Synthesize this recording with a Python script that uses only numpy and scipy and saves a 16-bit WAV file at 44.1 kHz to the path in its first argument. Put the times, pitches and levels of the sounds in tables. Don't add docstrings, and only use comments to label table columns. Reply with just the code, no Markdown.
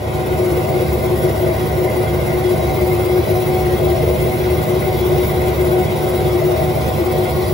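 import sys
import numpy as np
from scipy import signal
from scipy.fft import rfft, irfft, next_fast_len
from scipy.io import wavfile
from scipy.ndimage import uniform_filter1d

SR = 44100
rng = np.random.default_rng(int(sys.argv[2]) if len(sys.argv) > 2 else 0)


def bounce(signal):
    frames = np.transpose(np.atleast_2d(signal))
    limited = np.clip(frames, -1, 1)
    pcm = np.round(limited * 32767).astype(np.int16)
    wavfile.write(sys.argv[1], SR, pcm)


def decibels_to_gain(level_db):
    exponent = np.asarray(level_db, float) / 20
    return 10 ** exponent


N = 332073
TIME = np.arange(N) / SR
SIZE = next_fast_len(N)
HZ = np.arange(SIZE // 2 + 1) * SR / SIZE + 1e-3
SIDES = np.array([[.5], [-.5]])
SHAFT_HZ, BELT_HZ, BEARING_HZ = 16.487, 16.487 / 3, 50.99

# frequency in Hz, lead of the right side in half turns.
PORT_LEAD = [(6800, 0), (9020, 1), (11200, 2), (13120, 3), (15250, 4), (16000, 4.15)]


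def walk(rate):
    hold = int(SR / 40)
    coarse = rng.standard_normal(N // hold + 80)
    slew = signal.butter(1, min(rate, 19), fs=40, output="sos")
    steps = signal.sosfiltfilt(slew, coarse)
    return np.interp(TIME, np.arange(len(steps)) * hold / SR, steps / steps.std())


def once_a_turn(hz, depth, angle):
    return 1 + depth * np.cos(2 * np.pi * hz * TIME + angle)


def white(count=1):
    return np.sqrt(SR / 2) * rng.standard_normal((count, N))


def band(lo_hz, hi_hz):
    return np.sqrt(1 / (1 + (lo_hz / HZ) ** 12) / (1 + (HZ / hi_hz) ** 12))


def ports():
    return np.exp(1j * np.pi * np.interp(HZ, *np.transpose(PORT_LEAD)))


def body(modes):
    power, lean = 0, 0
    for hz, width, db, pan_db, lead in modes:
        peak = 1 / (1 + .41 * (2 * (HZ - hz) / width) ** 2) ** 2
        power = power + peak * decibels_to_gain(db + pan_db * SIDES) ** 2
        lean = lean + peak * decibels_to_gain(db) ** 2 * np.exp(1j * lead)
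    return np.sqrt(power) * np.array([np.ones(len(HZ)), ports() * lean / np.abs(lean)])


def bed(push):
    # frequency in Hz, level in dB per Hz, left-right likeness 0-1.
    bed_levels = [(29.5, -101, 0.9), (62.6, -51, 0.83), (86.6, -46, 1), (140.5, -55.5, 0.97),
                  (217.4, -49.5, 0.45), (274.4, -64.5, 0.64), (355, -54, 0.1), (661, -57, 0),
                  (1330, -67.5, 0), (1720, -74, 0.4), (2230, -67, 0.22), (2680, -73, 0.39),
                  (4670, -79.5, 0.4), (6840, -88, 0.7), (8140, -82, 0.92), (10430, -79.5, 0.93),
                  (13000, -84, 0.99), (16100, -82, 1)]
    hz, db, alike = np.transpose(bed_levels)
    share = np.clip(np.interp(np.log(HZ), np.log(hz), alike), 0, 1)
    shared = rfft(push * white(), SIZE) * np.array([np.ones(len(HZ)), ports()])
    own = rfft(push * white(count=2), SIZE)
    level = decibels_to_gain(np.interp(np.log(HZ), np.log(hz), db))
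    return level * (np.sqrt(share) * shared + np.sqrt(1 - share) * own)


def loads():
    # time in seconds, pressure 0-1.
    feed_points = [
        (0, 0),
        (1.0, 0.15),
        (1.9, 0.2),
        (2.7, 0.4),
        (3.4, 0.74),
        (4.3, 0.66),
        (5.2, 0.97),
        (5.9, 0.53),
        (6.7, 0.57),
        (7.53, 0.8),
    ]
    start_db = (-5.5, -4.5, -4, -6, -9, -4)
    idle_db = (-0.42, -1.2, -7.2, -1.5, 0, -2.5)
    pressed_db = (0.05, 0.4, -6, -3, 4.5, 2)
    fade_s = 0.15
    feed = np.interp(TIME, *np.transpose(feed_points))
    return [decibels_to_gain(idle + (pressed - idle) * feed + start * np.exp(-TIME / fade_s))
            for start, idle, pressed in zip(start_db, idle_db, pressed_db)]


def machine_tones():
    # frequency in Hz, level in dB, left minus right in dB, right lead in rad.
    motor_tones = [(72.2, -30, 0, -0.0), (94.3, -42, 1, -0.1), (102.0, -30, 0, -0.0), (120.0, -29, -2, 0.0),
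                   (131.2, -39, -5, 0.4), (133.2, -37, -5, 0.4), (142.1, -37, -7, 0.4),
                   (147.6, -34, -5, 0.4), (153.0, -30, -7, 0.5), (169.8, -40, -7, 0.6),
                   (203.9, -36, -1, 0.2), (240.0, -40, 1, 0.2), (255.0, -40, 0, -2.1),
                   (305.9, -44, -18, -0.4), (515.5, -39, -4, 0.7), (51, -54, 0, 0)]
    out = 0
    for (hz, db, pan_db, lead), start in zip(motor_tones, rng.random(len(motor_tones))):
        wave = np.sin(2 * np.pi * (hz * TIME + start) + 0.072 * walk(2.3) + lead * (.5 - SIDES))
        out = out + np.sqrt(2) * decibels_to_gain(db - 0.04 + pan_db * SIDES + 0.78 * walk(3.5)) * wave
    return out


def shaking(belt_share=.2):
    lap = white()[0, (TIME * BELT_HZ % 1 / BELT_HZ * SR).astype(int)]
    balls = once_a_turn(BEARING_HZ, .15, -.2) * once_a_turn(2 * BEARING_HZ, .15, 0)
    fresh = white()[0] * balls * once_a_turn(SHAFT_HZ, .14, -2.2)
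    return np.sqrt(belt_share) * lap + np.sqrt(1 - belt_share) * fresh


def hood_rattle():
    # frequency in Hz, width in Hz, level in dB per Hz, left minus right in dB, right lead in rad.
    hood_modes = [(75, 14, -42, 0, -0.0), (103, 16, -45, -1, -0.0), (148, 15, -43, -5, 0.4),
                  (242, 28, -52, 0, -0.6), (300, 14, -52, 3, -0.5), (338, 14, -45, 4, -0.3),
                  (361, 30, -45, 5, -0.3), (400, 25, -46, 4, 0.2), (443, 15, -47, -1, -1.2),
                  (476, 38, -49, -2, -0.7), (518, 64, -47, -3, 0.4), (613, 20, -48, 5, -0.9),
                  (653, 16, -48, 8, -0.8), (751, 22, -52, -1, -0.2)]
    tank_modes = [(796, 15, -55, 1, -0.8), (845, 25, -57, 0, -0.1), (880, 25, -56, 3, -0.2),
                  (935, 14, -56, -1, -0.1), (965, 15, -56, 5, -0.7), (991, 21, -56, -2, 2.0),
                  (1019, 17, -55, 6, -1.7), (1063, 83, -61, -1, -0.5)]
    vise_modes = [(1170, 80, -64, 1, -1), (1287, 70, -60, 3, -2.8), (1431, 45, -58, -1, -2.5),
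                  (1519, 40, -62, 3, -1.9), (1612, 28, -65, -4, -1.6), (1771, 40, -67, -1, 2.4),
                  (1912, 36, -62, 0, 1.5), (2000, 50, -64, 0, -0.5), (2077, 49, -60, -1, 0.5),
                  (2203, 44, -59, 2, 2.3), (2290, 40, -66, 0, -2)]
    bounced = 0.63 * rfft(white(count=2), SIZE) * band(lo_hz=481, hi_hz=828)
    direct = rfft(shaking(), SIZE) * (1 - 0.12 * band(lo_hz=478, hi_hz=936))
    panels = decibels_to_gain(-1.45) * (direct + bounced) * body(hood_modes + tank_modes + vise_modes)
    return panels + bed(1) * band(1, 2400)


def surges(table, lull_db):
    attack_s, release_s, lift_db = 0.022, 0.027, 1.5
    t = TIME[::32]
    gain = decibels_to_gain(lull_db + 2.5 * walk(9.2)[::32])
    for s, length, db in table:
        edge = np.minimum((t - s) / attack_s, (s + length - t) / release_s) + .5
        swell = np.sin(np.pi / 2 * np.clip(edge, 0, 1)) ** 2
        gain = np.maximum(gain, decibels_to_gain(db + lift_db) * swell)
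    return np.interp(TIME, t, gain)


def panel_notes(notes, table, lull_db, rough=1.36):
    out = 0
    for hz, db, pan_db, lead in notes:
        wave = np.sin(2 * np.pi * hz * TIME + rough * walk(18.8) + lead * (.5 - SIDES))
        out = out + np.sqrt(2) * decibels_to_gain(db + pan_db * SIDES + 1.54 * walk(24)) * wave
    return out * surges(table, lull_db)


def panel_rings():
    # frequency in Hz, level against its surge in dB, left minus right in dB, right lead in rad.
    upper_panel = [
        (748.3, -1.1, -0.69, 0.081),
    ]
    middle_panels = [
        (613, -4.5, 4.2, -1.26),
        (651.2, -6, 12, -1.7),
    ]
    side_panels = [
        (448.3, -9.5, -2.5, -0.88),
        (476, -10.5, 1.5, -0.41),
        (521, -9, -1.5, .4),
    ]
    vise_jaws = [
        (2078, -8.5, -0.5, 0.35),
        (2180, -8.5, 2.9, 2.3),
    ]
    # start in seconds, length in seconds, level in dB.
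    upper_surges = [(0.15, 0.046, -28.5), (0.226, 0.037, -31), (0.317, 0.051, -29), (0.432, 0.094, -32.5),
                    (0.554, 0.073, -30), (0.655, 0.19, -30.5), (0.867, 0.06, -31), (1.05, 0.041, -30),
                    (1.107, 0.064, -30.5), (1.205, 0.12, -32.5), (1.378, 0.05, -32), (1.597, 0.15, -31),
                    (1.831, 0.1, -30), (1.973, 0.19, -30), (2.248, 0.122, -30.5), (2.528, 0.081, -27),
                    (2.664, 0.091, -26.5), (2.769, 0.038, -32.5), (2.868, 0.045, -27), (2.963, 0.063, -28),
                    (3.11, 0.069, -30), (3.213, 0.028, -27), (3.28, 0.044, -35), (3.35, 0.051, -26),
                    (3.482, 0.23, -27.5), (3.86, 0.054, -30), (3.952, 0.042, -32), (4.273, 0.087, -29.5),
                    (4.45, 0.066, -30.5), (4.535, 0.245, -31.5), (4.864, 0.078, -26.5), (4.995, 0.039, -33),
                    (5.07, 0.038, -32), (5.14, 0.058, -28), (5.31, 0.23, -28.5), (5.642, 0.067, -36),
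                    (5.725, 0.12, -27), (5.97, 0.12, -31), (6.176, 0.1, -29.5), (6.325, 0.11, -33),
                    (6.474, 0.051, -28), (6.562, 0.4, -29), (7.075, 0.26, -28), (7.364, 0.097, -30)]
    middle_surges = [(0.368, 0.03, -25), (0.605, 0.13, -27), (1.011, 0.056, -27.5), (1.074, 0.064, -28),
                     (1.242, 0.072, -28), (1.346, 0.23, -25), (1.827, 0.076, -27), (2.026, 0.037, -23.5),
                     (2.294, 0.058, -27.5), (2.428, 0.054, -33), (2.58, 0.09, -24.5), (2.708, 0.04, -25),
                     (2.964, 0.03, -29), (3.248, 0.11, -27), (3.483, 0.036, -25), (3.776, 0.054, -26),
                     (3.857, 0.059, -22), (3.928, 0.099, -25.5), (4.068, 0.11, -25), (4.197, 0.098, -28),
                     (4.453, 0.054, -31), (4.555, 0.21, -27.5), (4.815, 0.046, -27), (5.034, 0.043, -31),
                     (5.411, 0.057, -28), (5.634, 0.15, -25), (6.041, 0.04, -26), (6.253, 0.059, -29),
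                     (6.343, 0.034, -24), (6.413, 0.03, -21.5), (6.48, 0.16, -23.5), (6.762, 0.02, -19.5),
                     (6.975, 0.038, -25), (7.031, 0.06, -29), (7.125, 0.13, -27)]
    side_surges = [(0.547, 0.049, -23), (0.626, 0.028, -30), (0.75, 0.026, -23), (0.796, 0.039, -19.5),
                   (1.193, 0.076, -22), (1.295, 0.058, -22), (1.38, 0.029, -21.5), (1.464, 0.036, -16),
                   (1.807, 0.025, -26), (1.855, 0.031, -26), (1.99, 0.04, -26), (3.159, 0.027, -17),
                   (3.724, 0.052, -25), (3.778, 0.1, -24), (4.019, 0.036, -17), (4.064, 0.062, -19),
                   (4.415, 0.061, -26), (4.485, 0.041, -27), (4.746, 0.037, -24), (5.147, 0.039, -24),
                   (6.02, 0.029, -26), (7.148, 0.038, -17.5), (7.292, 0.024, -31)]
    vise_surges = [(1.465, 0.058, -31.5), (1.87, 0.034, -30), (2.253, 0.11, -31), (2.758, 0.058, -31),
                   (2.907, 0.03, -27), (3.01, 0.042, -33), (3.083, 0.038, -37), (3.343, 0.027, -36),
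                   (3.443, 0.062, -34), (3.879, 0.054, -40), (4.02, 0.072, -41), (4.19, 0.051, -33.5),
                   (4.306, 0.032, -32), (4.498, 0.042, -36.5), (4.567, 0.034, -34), (4.62, 0.031, -35),
                   (4.857, 0.1, -35), (5.027, 0.027, -42), (5.398, 0.03, -32), (5.53, 0.046, -36),
                   (5.58, 0.035, -33), (5.895, 0.044, -33), (6.363, 0.03, -36), (6.788, 0.034, -40),
                   (7.1, 0.032, -36), (7.25, 0.03, -31)]
    upper = panel_notes(upper_panel, upper_surges, lull_db=-35.5, rough=1.15)
    middle = panel_notes(middle_panels, middle_surges, lull_db=-32.0, rough=1.2)
    side = panel_notes(side_panels, side_surges, lull_db=-38)
    vise = panel_notes(vise_jaws, vise_surges, lull_db=-49)
    return upper + middle + side + vise


def drone(fade):
    # start in seconds, length in seconds, level in dB.
    drone_surges = [(0.03, 0.035, -24), (0.185, 0.1, -21.5), (0.31, 0.027, -16), (0.382, 0.13, -16.5),
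                    (0.515, 0.095, -18.5), (0.727, 0.051, -16.5), (0.814, 0.026, -17.5),
                    (0.907, 0.059, -21), (1.053, 0.044, -18.5), (1.11, 0.055, -14.5), (1.235, 0.061, -15),
                    (1.408, 0.12, -18), (1.606, 0.05, -20), (1.77, 0.1, -18), (1.967, 0.069, -16.5),
                    (2.096, 0.034, -18.5), (2.155, 0.048, -20), (2.325, 0.086, -20.5), (2.428, 0.12, -14.5),
                    (2.635, 0.057, -19), (2.776, 0.31, -17.5), (3.093, 0.12, -14), (3.296, 0.14, -18),
                    (3.462, 0.12, -18.5), (3.585, 0.16, -19), (3.703, 0.061, -15.5), (3.811, 0.13, -16),
                    (3.984, 0.066, -20.5), (4.067, 0.087, -16.5), (4.197, 0.059, -18.5), (4.27, 0.031, -20),
                    (4.392, 0.039, -17.5), (4.434, 0.13, -18), (4.572, 0.061, -19.5), (4.671, 0.12, -18.5),
                    (4.872, 0.028, -17), (4.932, 0.037, -18), (5.01, 0.076, -16.5), (5.1, 0.045, -14),
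                    (5.17, 0.079, -16), (5.353, 0.1, -20), (5.433, 0.072, -18.5), (5.576, 0.13, -17),
                    (5.714, 0.11, -15), (5.909, 0.034, -18.5), (6.077, 0.048, -22), (6.118, 0.069, -17.5),
                    (6.207, 0.027, -19), (6.25, 0.13, -17.5), (6.38, 0.025, -16), (6.428, 0.095, -16.5),
                    (6.513, 0.049, -20), (6.624, 0.089, -19), (6.706, 0.031, -20), (6.813, 0.021, -20.5),
                    (6.983, 0.054, -17), (7.05, 0.033, -17), (7.177, 0.067, -17.5), (7.358, 0.09, -19.5),
                    (7.458, 0.03, -20)]
    shaft_order, sag_hz, lap_hz = 22, 14, 5.7
    drag = walk(19)
    sag = 2 * np.pi * np.cumsum(sag_hz * np.maximum(drag - 0.9, 0)) / SR
    wave = np.sin(2 * np.pi * shaft_order * SHAFT_HZ * TIME - sag + 0.32 * drag - 0.43 * (.5 - SIDES))
    throb = once_a_turn(SHAFT_HZ, 0.24, 2.1) * once_a_turn(lap_hz, 0.01, 0.21) * decibels_to_gain(1.2 * walk(18))
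    swell = surges(drone_surges, lull_db=-25.5)
    return np.sqrt(2 * np.minimum(fade, 1)) * swell * decibels_to_gain(-2.0 + 4.6 * SIDES) * throb * wave


def spray():
    # start in seconds, peak level in dB.
    grit_hits = [(0.9283, -21), (1.6541, -30), (2.7442, -25), (2.8656, -23), (4.6114, -35), (5.0604, -31),
                 (5.2435, -39), (5.2789, -13), (5.6476, -19), (5.7129, -20), (6.3215, -32), (6.5605, -26),
                 (6.6134, -30), (7.1631, -24)]
    gust = once_a_turn(SHAFT_HZ, 0.068, -2.5) * once_a_turn(2 * SHAFT_HZ, 0.06, 0.8) * decibels_to_gain(1.0 * walk(23))
    for s, db in grit_hits:
        gust = gust + decibels_to_gain(db + 20.0) * np.exp(-np.clip(TIME - s, 0, 1) / 0.006) * (TIME >= s)
    return gust


def singing():
    # frequency in Hz, level in dB, left minus right in dB, right lead in rad, pitch wander in Hz.
    sung_notes = [(72.9, -32.5, 0.5, -0.18, 0.081), (1906, -51, -1.5, 1.4, 10), (2203, -48.5, 4, 1.6, 18),
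                  (2140, -56.5, 4, 0.1, 25), (2044, -55.5, -3, 1, 27), (1980, -56.5, -2, -0.9, 20),
                  (3342, -54, 8, -1.2, 1.5), (3858, -56, 2, -0.2, 9), (3722, -57.5, 2, .1, 12),
                  (3650, -63, 3, -0.041, 11), (2363, -60, 3.5, -2.2, 12), (2776, -61, -4, 0.14, 12),
                  (10550, -57, 0, 0.86, 11), (11000, -57, 0, 0, 22)]
    out = 0
    for hz, db, pan_db, lead, wander in sung_notes:
        pitch = hz + wander * walk(5)
        behind = lead + np.pi * np.interp(hz, *np.transpose(PORT_LEAD))
        wave = np.sin(2 * np.pi * np.cumsum(pitch) / SR + 0.75 * walk(8) + behind * (.5 - SIDES))
        out = out + np.sqrt(2) * decibels_to_gain(db + pan_db * SIDES + 2.0 * walk(2.7) + 3.0 * walk(15)) * wave
    return out


def grinding():
    bites = decibels_to_gain(0.5 * walk(22))
    return once_a_turn(SHAFT_HZ, .12, -2.94) * once_a_turn(BEARING_HZ, 0.033, -2.5) * bites


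def blade_ring():
    # frequency in Hz, width in Hz, level in dB per Hz, left minus right in dB, right lead in rad.
    plate_modes = [(2507, 53, -66, 3, -2.4), (2618, 28, -65, 7, -2.3), (2846, 44, -68, 1, 0.4),
                   (2970, 45, -70, 1, -1.0), (3091, 34, -68, 4, -0.7), (3204, 59, -71, 5, 1.7),
                   (3342, 22, -61, 5, -1.3), (3410, 95, -70, 1, -1.4), (3550, 63, -75, 0, 0.6),
                   (3718, 67, -67, -1, 0.1), (3858, 28, -65, -1, -0.1), (3999, 41, -73, 3, 0.7),
                   (4147, 55, -69, 0, -0.9), (4228, 45, -71, 2, -0.7)]
    flange_modes = [(4379, 33, -72, 0, 0.2), (4583, 50, -72, 2, 0.2), (4720, 60, -73.5, 0, .2),
                    (4856, 28, -72, -1, 0.2), (5059, 87, -74, -2, -0.0), (5164, 40, -71, -3, 0.4),
                    (5332, 94, -75, -3, 0.7), (5521, 41, -72, -2, 0.2), (5691, 34, -72, -2, -0.2),
                    (5866, 32, -73, 0, 0.7), (5949, 40, -75, -1, 0.6), (6146, 83, -79, 0, 0.4),
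                    (6389, 30, -77, 0, -0.1), (6633, 81, -81, -2, -0.1), ]
    # frequency in Hz, width in Hz, level in dB per Hz.
    rim_modes = [(7043, 107, -80), (7414, 143, -78), (8261, 53, -76), (8412, 48, -77), (8574, 48, -75),
                 (8875, 52, -76), (9000, 83, -77), (9370, 72, -75), (9469, 75, -78), (9731, 106, -73),
                 (10169, 165, -75), (10477, 76, -73), (10674, 61, -69), (10975, 45, -69), (11053, 53, -68),
                 (11166, 65, -73), (11775, 115, -76), (11928, 55, -73), (12163, 84, -73), (12548, 79, -73),
                 (13215, 80, -72), (13512, 52, -68), (13643, 61, -72), (13801, 79, -66), (14079, 46, -67),
                 (14252, 141, -69), (14807, 81, -73), (15099, 71, -71), (15493, 69, -70), (15690, 50, -60)]
    modes = plate_modes + flange_modes + [(*mode, 0, 0) for mode in rim_modes]
    push = grinding()
    scattered = 0.78 * rfft(push * white(count=2), SIZE) * band(lo_hz=1, hi_hz=5880)
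    direct = rfft(push * white()[0], SIZE)
    evened = np.sqrt(1 + 0.27 * band(lo_hz=1, hi_hz=6100) ** 2)
    ring = decibels_to_gain(-4.0) * (direct + scattered) * body(modes) / evened
    return ring + bed(push) * band(2400, 30000)


def restless(x, quick_db=1.5, slow_db=1.05, from_hz=700):
    hz, _, spec = signal.stft(x, SR, nperseg=1024)
    db = 0
    for depth_db, bins, frames in ((quick_db, 3, 5), (slow_db, 2, 60)):
        patch = rng.standard_normal(spec.shape[1:])
        for _ in range(2):
            patch = uniform_filter1d(uniform_filter1d(patch, bins, axis=0), frames, axis=1)
        db = db + depth_db * patch / patch.std()
    gain = decibels_to_gain(db * np.clip(hz / from_hz - 1, 0, 1)[:, None])
    return signal.istft(spec * gain, SR, nperseg=1024)[1][:, :N]


def scene():
    rattle, low, flange, high, oil, song = loads()
    gust = spray()
    out = rattle * irfft(hood_rattle(), SIZE)[:, :N]
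    blade = blade_ring()
    edges_hz = 1, 6000, 7000, 12500, 30000
    for lo, hi, load in zip(edges_hz, edges_hz[1:], (low, flange, high * gust, oil * gust)):
        out = out + load * decibels_to_gain(0.16 * walk(29.0)) * irfft(blade * band(lo, hi), SIZE)[:, :N]
    return restless(out) + rattle * machine_tones() + drone(rattle) + panel_rings() + song * singing()


def thin_stereo(x, top_hz, under_db=-8.0, from_hz=5600):
    # frequency in Hz, step against the local level in dB.
    step_levels = [(300, -22), (1000, -13), (1700, -6), (3500, -3.5), (5000, -2), (6500, 1.5), (8000, 3),
                   (10000, -1), (15000, 0)]
    hop, grid, band_bins = 1024, 647, 8
    pair = np.array([x[0] + x[1], x[0] - x[1]]) / 2
    blocks = N // hop + 4
    margins = (2 * hop - grid, (blocks - 2) * hop - N + grid)
    padded = np.pad(pair, ((0, 0), margins)).reshape(2, blocks, hop)
    n, k = np.arange(2 * hop) + .5 + hop / 2, np.arange(hop) + .5
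    basis = np.cos(np.pi / hop * np.outer(n, k))
    round_slope = np.sin(np.pi / 2 * k / hop)
    steep_slope = signal.windows.kaiser_bessel_derived(2 * hop, 4 * np.pi)[:hop]
    choice = (uniform_filter1d(rng.standard_normal(blocks), size=4) > 0).astype(int)
    slope = np.array([round_slope, steep_slope])[choice]
    window = np.concatenate([slope[:-1], slope[1:, ::-1]], axis=1)
    frames = np.concatenate([padded[:, :-1], padded[:, 1:]], axis=2) * window
    bins = (frames @ basis).reshape(2, blocks - 1, -1, band_bins)
    band_hz = np.arange(hop // band_bins) * band_bins * SR / 2 / hop
    power = (bins ** 2).mean(axis=3)
    wide = np.repeat(power.reshape(2, blocks - 1, -1, 4).mean(axis=3), 4, axis=2)
    power = np.where(band_hz < from_hz, uniform_filter1d(power, size=3, axis=2), wide)
    around = power.sum(axis=0) + 1e-18
    keep = (power > decibels_to_gain(under_db) ** 2 * around) | (band_hz < from_hz)
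    keep = keep & (band_hz < top_hz + 100)
    step = (decibels_to_gain(np.interp(band_hz, *np.transpose(step_levels))) * np.sqrt(around))[..., None]
    count = np.floor((np.abs(bins) / step) ** .75 + .4054)
    stored = np.sign(bins) * count ** (4 / 3) * step
    back = (stored * keep[..., None]).reshape(2, blocks - 1, hop) @ basis.T * window * 2 / hop
    joined = (back[:, 1:, :hop] + back[:, :-1, hop:]).reshape(2, -1)
    total, difference = joined[:, hop - grid:hop - grid + N]
    return np.array([total + difference, total - difference])


def low_pass(x):
    return signal.sosfilt(signal.butter(12, 21000, fs=SR, output="sos"), x)


def record(dry):
    top_hz = 15760
    cut = signal.sosfilt(signal.ellip(14, .3, 70, top_hz, fs=SR, output="sos"), dry)
    cut = signal.sosfilt(signal.butter(3, 48., "high", fs=SR, output="sos"), cut)
    mix = thin_stereo(cut, top_hz)
    return low_pass(mix)


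dry = scene()
out = record(dry)
bounce(out)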